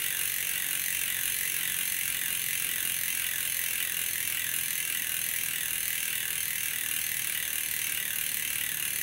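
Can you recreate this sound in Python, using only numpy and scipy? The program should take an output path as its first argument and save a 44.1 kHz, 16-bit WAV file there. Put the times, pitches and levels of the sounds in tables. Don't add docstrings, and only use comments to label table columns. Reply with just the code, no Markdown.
import sys
import numpy as np
from scipy import signal
from scipy.fft import rfft, irfft, next_fast_len
from scipy.io import wavfile
from scipy.ndimage import uniform_filter1d, map_coordinates

SR = 44100
rng = np.random.default_rng(int(sys.argv[2]) if len(sys.argv) > 2 else 0)


def file_out(sig):
    cols = np.atleast_2d(sig).T
    lim = np.clip(cols, -1, 1)
    pcm = np.round(lim * 32767).astype(np.int16)
    wavfile.write(sys.argv[1], SR, pcm)


def boost_factor(decibels):
    exponent = np.asarray(decibels, float) / 20
    return 10 ** exponent


N = 397782
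TEETH_COUNT = 24


def ratchet():
    # f/Hz, level/dB
    facing_tone = [(1900, -4), (3200, -2.5), (9000, -.5)]
    level_db, scatter_db = -31, 0.55
    moment, tooth = drops()
    t = np.arange(3072) / SR
    blow = crack(tooth, t) + boost_factor(-6) * ringing(tooth, t)

    def radiated(hz):
        return boost_factor(along(facing_tone, hz)) * shaded(tooth, hz) * coloured(tooth, hz)

    blow = filtered(blow, radiated)
    blow = blow * boost_factor(level_db + scatter_db * rng.standard_normal(len(moment)))[:, None]
    heard = signal.fftconvolve(blow, room(wet_db=-2.5)[tooth], axes=1)
    start = np.round((moment + .5 - .0004) * SR).astype(int)
    at = start[:, None] + np.arange(heard.shape[1])
    return np.bincount(at.ravel().clip(0), heard.ravel())[SR // 2:N + SR // 2]


def drops():
    # start/teeth, rate/(teeth/s), drag/(teeth/s^2), easing/(teeth/s^3)
    coast = (0.11899, 46.85736, 0.582202, 0.00252791)
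    # waves per turn, late/ms, angle/turns
    runout = [
        (1, .3, .39),
        (3, .11, .4),
        (5, .08, .4),
    ]
    t = np.arange(-SR // 2, N) / SR
    start, rate, drag, easing = coast
    passed = start + rate * t - drag * t ** 2 + easing * t ** 3
    count = np.arange(np.ceil(passed[0]), passed[-1]).astype(int)
    late_ms = sum(ms * np.cos(2 * np.pi * waves * (count / TEETH_COUNT - at)) for waves, ms, at in runout)
    return np.interp(count, passed, t) + late_ms / 1000, count % TEETH_COUNT


def crack(tooth, t):
    # f/Hz, level/dB per Hz
    steel = [(350, -21.5), (750, -27.5), (1310, -13.5), (1800, -6.5), (2800, -3), (4020, -10.5),
             (4940, -18.5), (5700, -16), (6950, -11), (8400, -10.5), (8800, -6), (10500, -6), (13500, 0.5),
             (15800, -4.5)]
    # f/Hz, level/dB over the crack
    contact = [(500, 13), (1100, 25.5), (1600, 9), (3000, 8), (4200, 17.5), (7000, 7.5), (12000, 5)]
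    # f/Hz, width/Hz, level/dB over the crack
    hub_modes = [(6250, 144, 8), (8770, 210, -7.5), (9770, 223, 3.5), (11060, 250, 2), (12200, 200, -9),
                 (14700, 280, -7), (15670, 194, 5)]
    gap_ms, gap_spread, second_level_db, second_spread_db = 1.1, .3, -9, 4
    low_rise_s, high_rise_s = .0012, 0.00061
    top_scatter_db, lobe_gain = 1.1, .65

    gap, size = worn(tooth, 2, fresh=0.081).T
    second_db = second_level_db + second_spread_db * size[:, None]
    later = np.clip(t - gap_ms * np.exp(gap_spread * gap[:, None]) / 1000, 0, None)

    def strike(since, t60, rise):
        return boost_factor(-60 * since / t60) * (1 - np.exp(-since / rise))

    def pawls(t60, rise=high_rise_s):
        return strike(t, t60, rise) + boost_factor(second_db) * strike(later, t60, rise / 4)

    burst = worn(tooth, len(t), fresh=0.35)
    low = evened(burst * pawls(0.049, low_rise_s), size=40, share=0.44)
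    high = evened(burst * (pawls(0.019) + boost_factor(-9.0) * pawls(0.029)), size=40, share=0.49)
    top = evened(burst * (pawls(0.0099) + boost_factor(-10.5) * pawls(0.044)), size=40, share=0.64)

    def treble(hz):
        return 1 / (1 + (5200 / (hz + 1)) ** 6)

    def sharp(hz):
        return 1 / (1 + (11800 / (hz + 1)) ** 12)

    def hub(hz):
        return 1 + sum(boost_factor(db) / (1 + ((hz - centre) / width) ** 2) for centre, width, db in hub_modes)

    mode_hz, _, facing = beamed(tooth)

    def lobed(hz):
        return boost_factor(lobe_gain * np.array([np.interp(hz, mode_hz, row) for row in facing]))

    low = filtered(low, lambda hz: boost_factor(along(steel, hz) + 1.5) * (1 - treble(hz)) * lobed(hz))
    high = filtered(high, lambda hz: boost_factor(along(steel, hz)) * treble(hz) * hub(hz) * (1 - sharp(hz)))
    top = filtered(top, lambda hz: boost_factor(along(steel, hz) + 0.5) * hub(hz) * sharp(hz))
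    top = top * boost_factor(top_scatter_db * worn(tooth, 1, fresh=0.3))
    click = 1. * (t == t[32])
    tick = filtered(click, lambda hz: boost_factor(along(steel, hz) + along(contact, hz)))
    return unit(tick + low + high + top)


def ringing(tooth, t):
    # f/Hz, t60/s, level/dB
    ring = [(1460, 0.023, 2), (1860, 0.024, -1), (2220, 0.04, 0.5), (2400, 0.018, -2), (2890, 0.036, -1),
            (3130, 0.037, -2.5), (3240, 0.043, -3.5), (4030, 0.018, 0.5), (5730, 0.017, 2.5),
            (6440, 0.047, 0), (8150, 0.031, 2)]
    lobe_gain, rise_s = 1.05, 0.0018
    hz, db, facing = beamed(tooth)
    t60 = along(np.array(ring)[:, :2], hz)
    trim_db = along(np.array(ring)[:, ::2], hz)
    lobes_db = lobe_gain * facing + .6 * worn(tooth, len(hz), fresh=.25)
    gain = boost_factor(db + trim_db + lobes_db) / np.sqrt(t60)
    phase = 2 * np.pi * rng.random(len(hz)) + hz / 2500 * worn(tooth, len(hz), fresh=0.11)
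    fade = boost_factor(-60 * t / t60[:, None]) * (1 - np.exp(-t / rise_s))
    swing = 2 * np.pi * hz[:, None] * t
    sines = (gain * np.cos(phase)) @ (fade * np.sin(swing))
    cosines = (gain * np.sin(phase)) @ (fade * np.cos(swing))
    return unit(sines + cosines)


def beamed(tooth):
    # f/Hz, level/dB, lobe/dB, first angle/turns,
    # second angle/turns
    wheel_modes = [(1545, -3.5, 6.5, .35, .03), (1630, -5.3, 6, .29, .96), (1725, -.3, 4, .23, .54),
                   (1840, -1, 8, .73, .17), (1915, .3, 9, .73, .125), (1990, -.5, 6.5, .7, .135),
                   (2080, -1.7, 6.5, .52, .82),
                   (2240, -3.9, 4.5, .73, 0), (2350, -3, 3.5, .98, .5), (2470, -2, 4.5, .98, .42),
              (2600, -4.4, 5.5, .96, .43), (2700, -1.5, 6, .99, .81), (2785, -2, 4, .96, .36),
              (2900, -.5, 2, .58, .28), (3100, -7, 4, .8, .49), (3450, -5.9, 5, .62, .21),
                   (4050, -8.8, 3, .63, .03), (5700, -11.7, 4, .94, .63), (6330, -4.5, 3, .92, .6),
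             (7960, -9, 3, .68, .09)]
    focus = 4
    hz, db, lobe_db, *beams = np.transpose(wheel_modes)
    angle = tooth[:, None] / TEETH_COUNT
    beam = sum(np.exp(focus * (np.cos(2 * np.pi * (angle - at)) - 1)) for at in beams)
    return hz, db, lobe_db * (beam - beam.mean(axis=0))


def shaded(tooth, hz):
    # f/Hz, width/Hz, depth/dB, angle/turns
    shade = (5940, 300, 1.1, 0.087)
    centre, width, depth_db, at = shade
    away = np.cos(2 * np.pi * (tooth[:, None] / TEETH_COUNT - at))
    return boost_factor(-depth_db * away * np.exp(-((hz - centre) / width) ** 2))


def coloured(tooth, hz):
    # f/Hz, spread/dB
    tooth_colour = [(2500, 0.5), (3500, 2.5), (8000, 1.5), (10000, 2.4), (13000, 0.8)]
    own = uniform_filter1d(rng.standard_normal((TEETH_COUNT, len(hz))), size=50, axis=1)
    return boost_factor(along(tooth_colour, hz) * unit(own))[tooth]


def worn(tooth, size, fresh):
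    fresh = np.clip(fresh, 0, 1)
    own = rng.standard_normal((TEETH_COUNT, size))[tooth]
    return np.sqrt(1 - fresh) * own + np.sqrt(fresh) * rng.standard_normal((len(tooth), size))


def room(wet_db):
    # f/Hz, t60/s
    room_fade = [(500, 0.43), (2000, 0.33), (3500, 0.45), (6000, 0.54), (15000, 0.11)]
    # t/s, level/dB
    walls = [
        (.0035, -18),
        (.0065, -26),
        (.0095, -35),
        (0.0138, -13.5),
    ]
    shared_below_hz = 3500
    hz, t, z = signal.stft(rng.standard_normal((TEETH_COUNT, SR // 4)), SR, nperseg=256)
    shared = (z + np.roll(z, 1, axis=0) + np.roll(z, -1, axis=0)) / np.sqrt(3)
    z = np.where(hz[:, None] < shared_below_hz, shared, z)
    tail = signal.istft(z * boost_factor(-60 * t / along(room_fade, hz)[:, None]), SR, nperseg=256)[1]
    tail = boost_factor(wet_db) * tail / np.linalg.norm(tail, axis=1, keepdims=True)
    answer = np.pad(tail, ((0, 0), (round(.004 * SR), 0)))
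    answer[:, 0] = 1
    for s, db in walls:
        shifted = np.round((s + .0001 * rng.standard_normal(TEETH_COUNT)) * SR).astype(int)
        answer[np.arange(TEETH_COUNT), shifted] += boost_factor(db)
    return answer


def air():
    # f/Hz, level/dB per Hz
    air_tone = [(28, -44), (40, -5), (70, -6.5), (110, -4.5), (190, -4.5), (300, -6.5), (455, -10),
                (741, -12.5), (1300, -14), (1700, -49), (2900, -120)]
    level_db, patch_db = -55.5, 1.5
    z = signal.stft(rng.standard_normal(N), nperseg=2048)[2]
    patches = uniform_filter1d(rng.standard_normal(z.shape), size=8, axis=0)
    patches = unit(uniform_filter1d(patches, size=10, axis=1))
    noise = signal.istft(z * boost_factor(patch_db * patches), nperseg=2048)[1][:N]
    return boost_factor(level_db) * unit(filtered(noise, lambda hz: boost_factor(along(air_tone, hz))))


def machines():
    # f/Hz, level/dB, unsteadiness/rad
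    hum_lines = [(48, -68, 1.8), (98, -63.5, 2.5), (122, -69, 2.2), (143, -67, 1.5), (161.5, -64.5, 1.5),
                 (200, -71, 1.8), (290, -74, 2.2), (607, -76, 3), (900, -78, 4), (1030, -77, 4)]
    swell_db = 2
    t = np.arange(N) / SR
    hum = np.zeros(N)
    for hz, db, unsteady in hum_lines:
        drift = np.cumsum(rng.standard_normal(N)) * unsteady / 160
        hum += boost_factor(db + 3.5 + swell_db * wobble(4)) * np.sin(2 * np.pi * hz * t + drift)
    return hum


def wobble(rate):
    return map_coordinates(rng.standard_normal(int(N * rate / SR) + 4), [np.arange(N) * rate / SR])


def evened(bursts, size, share):
    z = rfft(bursts)
    broad = uniform_filter1d(abs(z) ** 2, size=size, axis=1)
    return irfft(z * (broad / broad.mean()) ** (-np.clip(share, 0, 1) / 2), bursts.shape[1])


def unit(x):
    return x / np.sqrt(np.mean(x ** 2) + 1e-20)


def along(points, hz):
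    f, v = np.transpose(points)
    return np.interp(np.log(hz + 1), np.log(f + 1), v)


def filtered(x, response):
    n = x.shape[-1]
    m = next_fast_len(n + 1024)
    return irfft(rfft(x, m) * response(np.fft.rfftfreq(m, 1 / SR)), m)[..., :n]


def scene():
    return (boost_factor(-6) * ratchet() + air() + machines())[None]


def low_pass(x):
    return signal.sosfilt(signal.butter(12, 16850, fs=SR, output="sos"), x)


def record(dry):
    top_hz = 15780

    def band(hz):
        skirt = boost_factor(-45 - 22 * np.clip(hz - top_hz, 0, None) / 1000)
        return 1 / (1 + (hz / top_hz) ** 500) + skirt

    return low_pass(filtered(dry, band))


dry = scene()
out = record(dry)
file_out(out)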